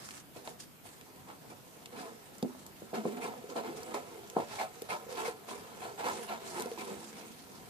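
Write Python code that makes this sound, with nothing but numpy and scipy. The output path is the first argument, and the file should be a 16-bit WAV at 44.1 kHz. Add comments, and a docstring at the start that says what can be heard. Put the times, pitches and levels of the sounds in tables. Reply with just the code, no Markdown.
"""Hedgehog on a wooden ramp

A hedgehog shuffles down a hollow wooden ramp strewn with shavings, close to a two-port microphone.
Its weight drags and knocks on the board and makes it ring, its claws scratch it, and dry shavings
and hay rustle and snap. The walls of the pen add short echoes over a faint, steady hiss."""
import sys
import numpy as np
from scipy import signal
from scipy.io import wavfile
from scipy.ndimage import uniform_filter1d

SR = 44100
rng = np.random.default_rng(int(sys.argv[2]) if len(sys.argv) > 2 else 0)


def pcm_store(signal):
    """Save signal as 16-bit PCM."""
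    levels = np.round(np.clip(np.atleast_2d(signal), -1, 1) * 32767)
    wavfile.write(sys.argv[1], SR, levels.astype(np.int16).T)


N = 339129
LEFT_LAG = 11  # samples by which the left port hears the animal later
WEIGHT, CLAWS, RUSTLE = range(3)  # the three parts of a scuff
# the notes (modes) of the hollow board: f/Hz, level/dB, time to fade 60 dB when left free/s
BOARD_MODES = [(129, -15.5, 0.95), (225.3, 2.5, 0.42), (255, 2.5, 0.58), (338.6, 3, 0.37), (397, 2.5, 0.42),
               (460.8, 5, 0.17), (578, -2, 0.56), (666.6, 5.5, 0.2), (739, 3, 0.25), (905, 9.5, 0.045),
               (985, -1.5, 0.3), (1196, -14.5, 0.25), (1305, -1.5, 0.13)]


def gain_of(db):
    """Turns decibels into a gain."""
    return 10 ** (np.asarray(db) / 20)


def unit_rms(x):
    """Scales a signal to an average power of 1."""
    return x / np.sqrt(np.mean(x ** 2) + 1e-20)


def value_at(points, hz):
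    """Looks up a table of frequencies and values at hz."""
    f, value = np.transpose(points)
    return np.interp(np.log(hz + 1), np.log(f + 1), value)


def add(mix, start_s, sound):
    """Lays a two-channel sound into the mix."""
    part = mix[:, round(start_s * SR):][:, :sound.shape[1]]
    part += sound[:, :part.shape[1]]


def ports(common, own, share):
    """The right port hears the common sound; the left hears it late, mixed with a sound of its own."""
    return np.array([share * np.roll(common, LEFT_LAG) + np.sqrt(1 - share ** 2) * own, common])


def wander(size):
    """A random curve that changes over about size samples."""
    return unit_rms(uniform_filter1d(uniform_filter1d(rng.standard_normal(N), size), size))


def clumps(size, depth_db):
    """Stick and slip: a random gain that jumps up and sags over about size samples."""
    jumps = rng.random(N) * (rng.random(N) < 1 / size)
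    sagging = unit_rms(signal.lfilter([1], [1, -np.exp(-1 / size)], jumps))
    return unit_rms(gain_of(depth_db * np.fmin(sagging, 2)))


def slips(per_s, spread_db, count):
    """Rows of tiny random clicks, most small and a few large."""
    size = gain_of(spread_db * np.fmin(rng.exponential(1, (count, N)), 4))
    return unit_rms(size * rng.choice([-1., 1.], (count, N)) * (rng.random((count, N)) < per_s / SR))


def gliding_ring(x, hz, width_hz, order):
    """Makes x ring at a pitch that follows the curve hz."""
    turn, decay = np.exp(2j * np.pi * np.cumsum(hz) / SR), np.exp(-np.pi * width_hz / SR)
    return 2 * (turn * signal.lfilter([(1 - decay) ** order], np.poly([decay] * order), x / turn)).real


def chip_band(x, hz):
    """Keeps a broad band around the pitch of a wood chip."""
    angle = 2 * np.pi * hz / SR
    decay = np.exp(-angle)
    return np.sqrt(1 - decay) * signal.lfilter([1, 0, -1], [1, -2 * decay * np.cos(angle), decay ** 2], x)


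def effort_db(part, delayed=True):
    """How hard the weight, claws or rustle act at each sample: the body's stir plus all paw scuffs."""
    # low stir of the body between scuffs: t/s, level on the board/dB, level in the shavings/dB
    stir = [(0.0, -68, -52.5), (.2, -72, -56), (0.239, -70, -75), (.75, -101, -103), (1.0, -64.5, -69),
            (2.75, -63.5, -65), (3.4, -58.5, -64), (4.3, -59, -61), (5.4, -59, -66), (5.746, -53.5, -61),
            (6.4, -73, -67), (6.95, -58.5, -57.5), (7.45, -65, -62), (7.69, -59, -62.5)]
    # paws scuffing the board: start/s, length before stretching/s, weight/dB, claws/dB, rustle/dB
    scuffs = [(0.338, 0.13, -63, -60, -60.5), (0.439, 0.11, -59, -62, -55), (0.587, 0.075, -85, -87, -51.5),
              (0.836, 0.14, -59.5, -71, -58), (1.275, 0.064, -58.5, -55.5, -68),
              (1.499, 0.022, -53, -55.5, -61), (1.924, 0.03, -51, -54, -68),
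              (1.958, 0.13, -49.5, -52, -53.5), (2.935, 0.06, -39.5, -41.5, -54),
              (3.037, 0.12, -40, -54.5, -80), (3.167, 0.016, -43.5, -50, -54),
              (3.206, 0.1, -44, -45.5, -54), (3.487, 0.061, -45, -53, -57.5),
              (3.556, 0.051, -39, -40.5, -56), (3.634, 0.1, -39, -50.5, -78), (3.746, 0.11, -52, -56, -55),
              (3.777, 0.49, -46, -55, -74), (3.938, 0.034, -38, -41, -51),
              (4.358, 0.098, -45.5, -48.5, -80), (4.482, 0.17, -51.5, -53.5, -49.5),
              (4.585, 0.057, -46, -38.5, -50), (4.888, 0.077, -42.5, -39.5, -50),
              (5.078, 0.13, -45, -60, -53), (5.165, 0.12, -38.5, -43.5, -48),
              (5.245, 0.065, -46, -42.5, -43.5), (5.466, 0.12, -45.5, -50.5, -52.5),
              (5.799, 0.12, -46, -46, -56.5), (5.974, 0.076, -51, -45.5, -55),
              (6.035, 0.098, -38, -40, -48.5), (6.1, 0.24, -48, -52.5, -52), (6.277, 0.089, -44, -41, -59),
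              (6.4, 0.39, -49.5, -52, -51), (6.548, 0.1, -42.5, -44.5, -64),
              (6.775, 0.072, -44.5, -49.5, -51), (6.859, 0.1, -46, -53.5, -61.5),
              (7.155, 0.13, -54.5, -57, -62)]
    # factors that stretch a scuff's length: weight, claws, rustle
    stretch = [1.12, 0.79, 0.85]
    # the board answers a little after the shavings: weight/s, claws/s, rustle/s
    delay_s = [0.0024, 0.02, 0.0]
    # a paw first grips this far under its peak: weight/dB, claws/dB, rustle/dB
    grip_db = [-5.5, -9, -14]
    t = np.arange(0, N / SR + .01, .001)
    when, board_db, chips_db = np.transpose(stir)
    power = gain_of(2 * np.interp(t, when, [board_db, board_db - 4, chips_db][part]))
    for start, length, *levels_db in scuffs:
        age, span = t - start, length * stretch[part]
        peak_s = 0.29 * span + delayed * delay_s[part]
        rise_db = grip_db[part] * (1 - age / peak_s) ** 2
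        fall_db = -14.5 * abs((age - peak_s) / span) ** 1.31  # holds first, then stops quickly
        shape_db = np.where(age < peak_s, rise_db, fall_db)
        power += (age >= 0) * gain_of(2 * (levels_db[part] + shape_db))
    return np.interp(np.arange(N) / SR, t, 10 * np.log10(power))


def hiss():
    """Steady room air and microphone noise, gently patchy."""
    # tone colour of the hiss: f/Hz, relative level/dB
    colour = [(49, -20.5), (110, 5), (200, 5), (462, -3.5), (1180, -8.5), (5800, -17.5), (11000, -16.5),
              (13800, -11.5), (15000, -31.5)]
    # how alike the hiss is left and right: f/Hz, likeness from 0 to 1
    likeness = [(60, 0.47), (500, 0.34), (1500, 0.014)]
    frames, hz = N // 256 + 5, np.fft.rfftfreq(1024, 1 / SR)
    left_re, left_im, own_re, own_im, patches = rng.standard_normal((frames, 513, 5)).T
    patches = unit_rms(uniform_filter1d(uniform_filter1d(patches, 12, 0), 14, 1))
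    share = value_at(likeness, hz)[:, None]
    left = left_re + 1j * left_im
    right = share * left + np.sqrt(1 - share ** 2) * (own_re + 1j * own_im)
    spectra = np.array([left, right]) * gain_of(value_at(colour, hz)[:, None] + 2 * patches)
    return gain_of(-56) * unit_rms(signal.istft(spectra, nperseg=1024, noverlap=768)[1][:, :N])


def pen_echoes(x, fade_s=0.049):
    """The walls of the pen send back short, dense echoes, different at each port."""
    t = np.arange(8000) / SR
    echoes = rng.standard_normal((2, len(t))) * gain_of(-60 * t / fade_s) * (t > .002)
    return signal.oaconvolve(x, echoes / np.linalg.norm(echoes[0]), axes=1)[:, :N]


def rustle():
    """Dry shavings crackle in clumps; the tone wanders as other chips are stirred."""
    # tone colour of the shavings: f/Hz, relative level/dB
    colour = [(1500, -4.5), (3500, -6), (5200, -6), (8500, -5.5), (11000, -10), (14500, -24.5)]
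    clicks = slips(per_s=9000, spread_db=3, count=2) * clumps(size=300, depth_db=3.5)
    hz, _, spectra = signal.stft(clicks, SR, nperseg=256)
    patches = rng.standard_normal(spectra.T.shape[:2]).T
    patches = unit_rms(uniform_filter1d(uniform_filter1d(patches, 16, 0), 24, 1))
    spectra *= gain_of(value_at(colour, hz)[:, None] + 2.1 * patches)
    crackle = unit_rms(signal.istft(spectra, nperseg=256)[1][:, :N]) * gain_of(effort_db(RUSTLE))
    return gain_of([[2.2], [4.8]]) * ports(*crackle, share=0.0061)


def snaps():
    """A stalk or chip breaks: a sharp click, a ring of a few cycles, then a brief scatter of echoes."""
    # stalks and chips that snap: t/s, level/dB, f/Hz
    breaks = [(0.0886, -31, 1450), (0.1082, -32, 2010), (0.475, -28.5, 1970), (1.012, -39.5, 1800),
              (1.8583, -33.5, 2960), (1.979, -44, 6000), (2.383, -36, 6840), (2.4265, -26.5, 3040),
              (2.665, -36, 5100), (3.8324, -35.5, 5400), (3.9445, -29, 4440), (4.3, -31.5, 3330),
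              (4.82, -28, 7800), (5.28, -29, 4240), (6.598, -26.5, 7400), (6.606, -28, 6500),
              (6.622, -26, 5960), (6.659, -33, 2500), (6.716, -36, 2780)]
    t, out = np.arange(1500) / SR, np.zeros((2, N))
    for start_s, level_db, hz in breaks:
        ring = np.sin(2 * np.pi * hz * t) * np.exp(-t * hz / 1.2)
        crack = ring + 1.2 * rng.standard_normal(len(t)) * np.exp(-t / 0.0012)
        scatter = 0.2 * rng.standard_normal((2, len(t))) * np.exp(-t / 0.004)
        pair = np.array([np.roll(crack, LEFT_LAG), crack]) + scatter
        add(out, start_s, gain_of(level_db) * chip_band(pair, hz) / abs(chip_band(crack, hz)).max())
    return out


def claws():
    """Claws scrape through the chips and ring the surface in bands that drift, come and go."""
    # bands in which the surface rings: f/Hz, width/Hz, level/dB
    bands = [(1535, 1460, 12), (2195, 580, 10), (2524, 170, 4), (3040, 440, 4), (3980, 730, 6)]
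    effort = gain_of(0.82 * effort_db(CLAWS, delayed=False) + .5 * effort_db(RUSTLE))
    push = slips(per_s=1800, spread_db=3.5, count=2) * effort
    out = np.zeros((2, N))
    for hz, width, db in bands:
        pitch = hz * (1 + 0.055 * wander(size=3000))
        scrape = push * clumps(size=1800, depth_db=7)
        out += gain_of(db) * np.sqrt(SR / width) * gliding_ring(scrape, pitch, width, order=2)
    return gain_of([[-1.2], [-2.8]]) * ports(*out, share=0.059)


def knocks(damping=1.7):
    """A paw or the body hits the board and rings its nearby notes; staying on it shortens the ring."""
    # blows on the board: t/s, level/dB, centre of the notes rung/Hz, their spread/octaves
    blows = [(.362, -38, 520, .6), (.475, -33.5, 670, .7), (.855, -46, 650, .8), (1.451, -47, 800, .4),
             (2.4272, -23, 340, .85), (2.447, -28.5, 360, .6), (2.549, -43, 800, .8), (2.82, -36, 380, .6),
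             (2.931, -30, 420, .5), (3.052, -25, 450, 1), (3.064, -26, 360, .5), (3.337, -39, 800, .7),
             (3.44, -37, 465, .25), (3.559, -29, 600, .8), (3.943, -26, 750, 1), (4.3632, -31, 600, .8),
             (4.3655, -16, 600, 1.2), (4.384, -25, 800, .6), (4.397, -27, 550, 1), (4.82, -34, 470, .25),
             (5.065, -41, 470, .15), (5.281, -26, 472, .15), (5.487, -40, 750, .5), (6.657, -30, 465, .13),
             (6.715, -32.5, 465, .13), (6.775, -39, 900, .3)]
    hz, db, ring_s = np.transpose(BOARD_MODES)[:, :, None]
    t, out = np.arange(12000) / SR, np.zeros((2, N))
    attack = 1 - np.exp(-(t / .001) ** 2)
    for start_s, level_db, centre_hz, spread in blows:
        strength, detune, own_detune = rng.standard_normal((3, len(hz), 1))  # each spot rings differently
        reach_db = -6 * (np.log2(hz / centre_hz) / spread) ** 2
        thump = 3 * spread * np.exp(-t / .004)  # the first contact is stronger than the ring
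        ring = gain_of(2.2 * strength - 60 * t * damping / ring_s)
        fade = gain_of(db + reach_db) * (ring + thump) * attack
        common = -(fade * np.cos(2 * np.pi * hz * (1 + 0.0277 * detune) * t)).sum(0)
        own = -(fade * np.cos(2 * np.pi * hz * (1 + 0.049 * own_detune) * t + detune)).sum(0)
        pair = ports(common, own, share=0.5) * gain_of([[-1.5], [0]])
        pair = signal.sosfilt(signal.butter(2, centre_hz / 4, "high", fs=SR, output="sos"), pair)
        add(out, start_s, gain_of(level_db) * pair / abs(pair.mean(0)).max())
    return out


def drag(low_modes=6):
    """Uneven slips ring the board: the body's weight drives its low notes, the claws its high ones."""
    # near the foot of the ramp the deepest notes are held still: t/s, tilt/dB per octave below 470 Hz
    bass_tilt = [(3.3, -3), (4.4, -20), (6.2, -12.5), (7.0, 0)]
    push = slips(per_s=1200, spread_db=3, count=6) * clumps(size=400, depth_db=1.5)
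    weight, claw = gain_of(effort_db(WEIGHT)), gain_of(effort_db(CLAWS))
    tilt_db = np.interp(np.arange(N) / SR, *np.transpose(bass_tilt))
    out = np.zeros((2, N))
    for k, (hz, db, ring_s) in enumerate(BOARD_MODES):
        contact = push[[k % 3, 3 + k % 3]] * clumps(size=2500, depth_db=4.5)  # each favours other notes
        force = weight * gain_of(tilt_db * np.log2(470 / hz)) if k < low_modes else claw
        width = 2.1 / (0.33 * ring_s)  # the body damps the note
        pitch = hz * (1 + .04 * wander(size=4000))  # and pulls it out of tune
        out += gain_of(db) * np.sqrt(SR / width) * gliding_ring(contact * force, pitch, width, order=1)
    return gain_of([[-13], [-11.5]]) * ports(*out, share=0.74)


def scene():
    """The hedgehog, its echoes and the background hiss."""
    animal = drag() + claws() + rustle() + knocks() + snaps()
    bass_cut = signal.butter(3, 120, "high", fs=SR, output="sos")  # a small board gives off little bass
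    animal = signal.sosfilt(bass_cut, animal)
    return animal + gain_of(-8) * pen_echoes(animal) + hiss()


def record(dry):
    """Cuts off the highest treble, above 14800 Hz."""
    return signal.oaconvolve(dry, signal.firwin(511, 14800, window=("kaiser", 9), fs=SR)[None], "same")


dry = scene()
out = record(dry)
pcm_store(out)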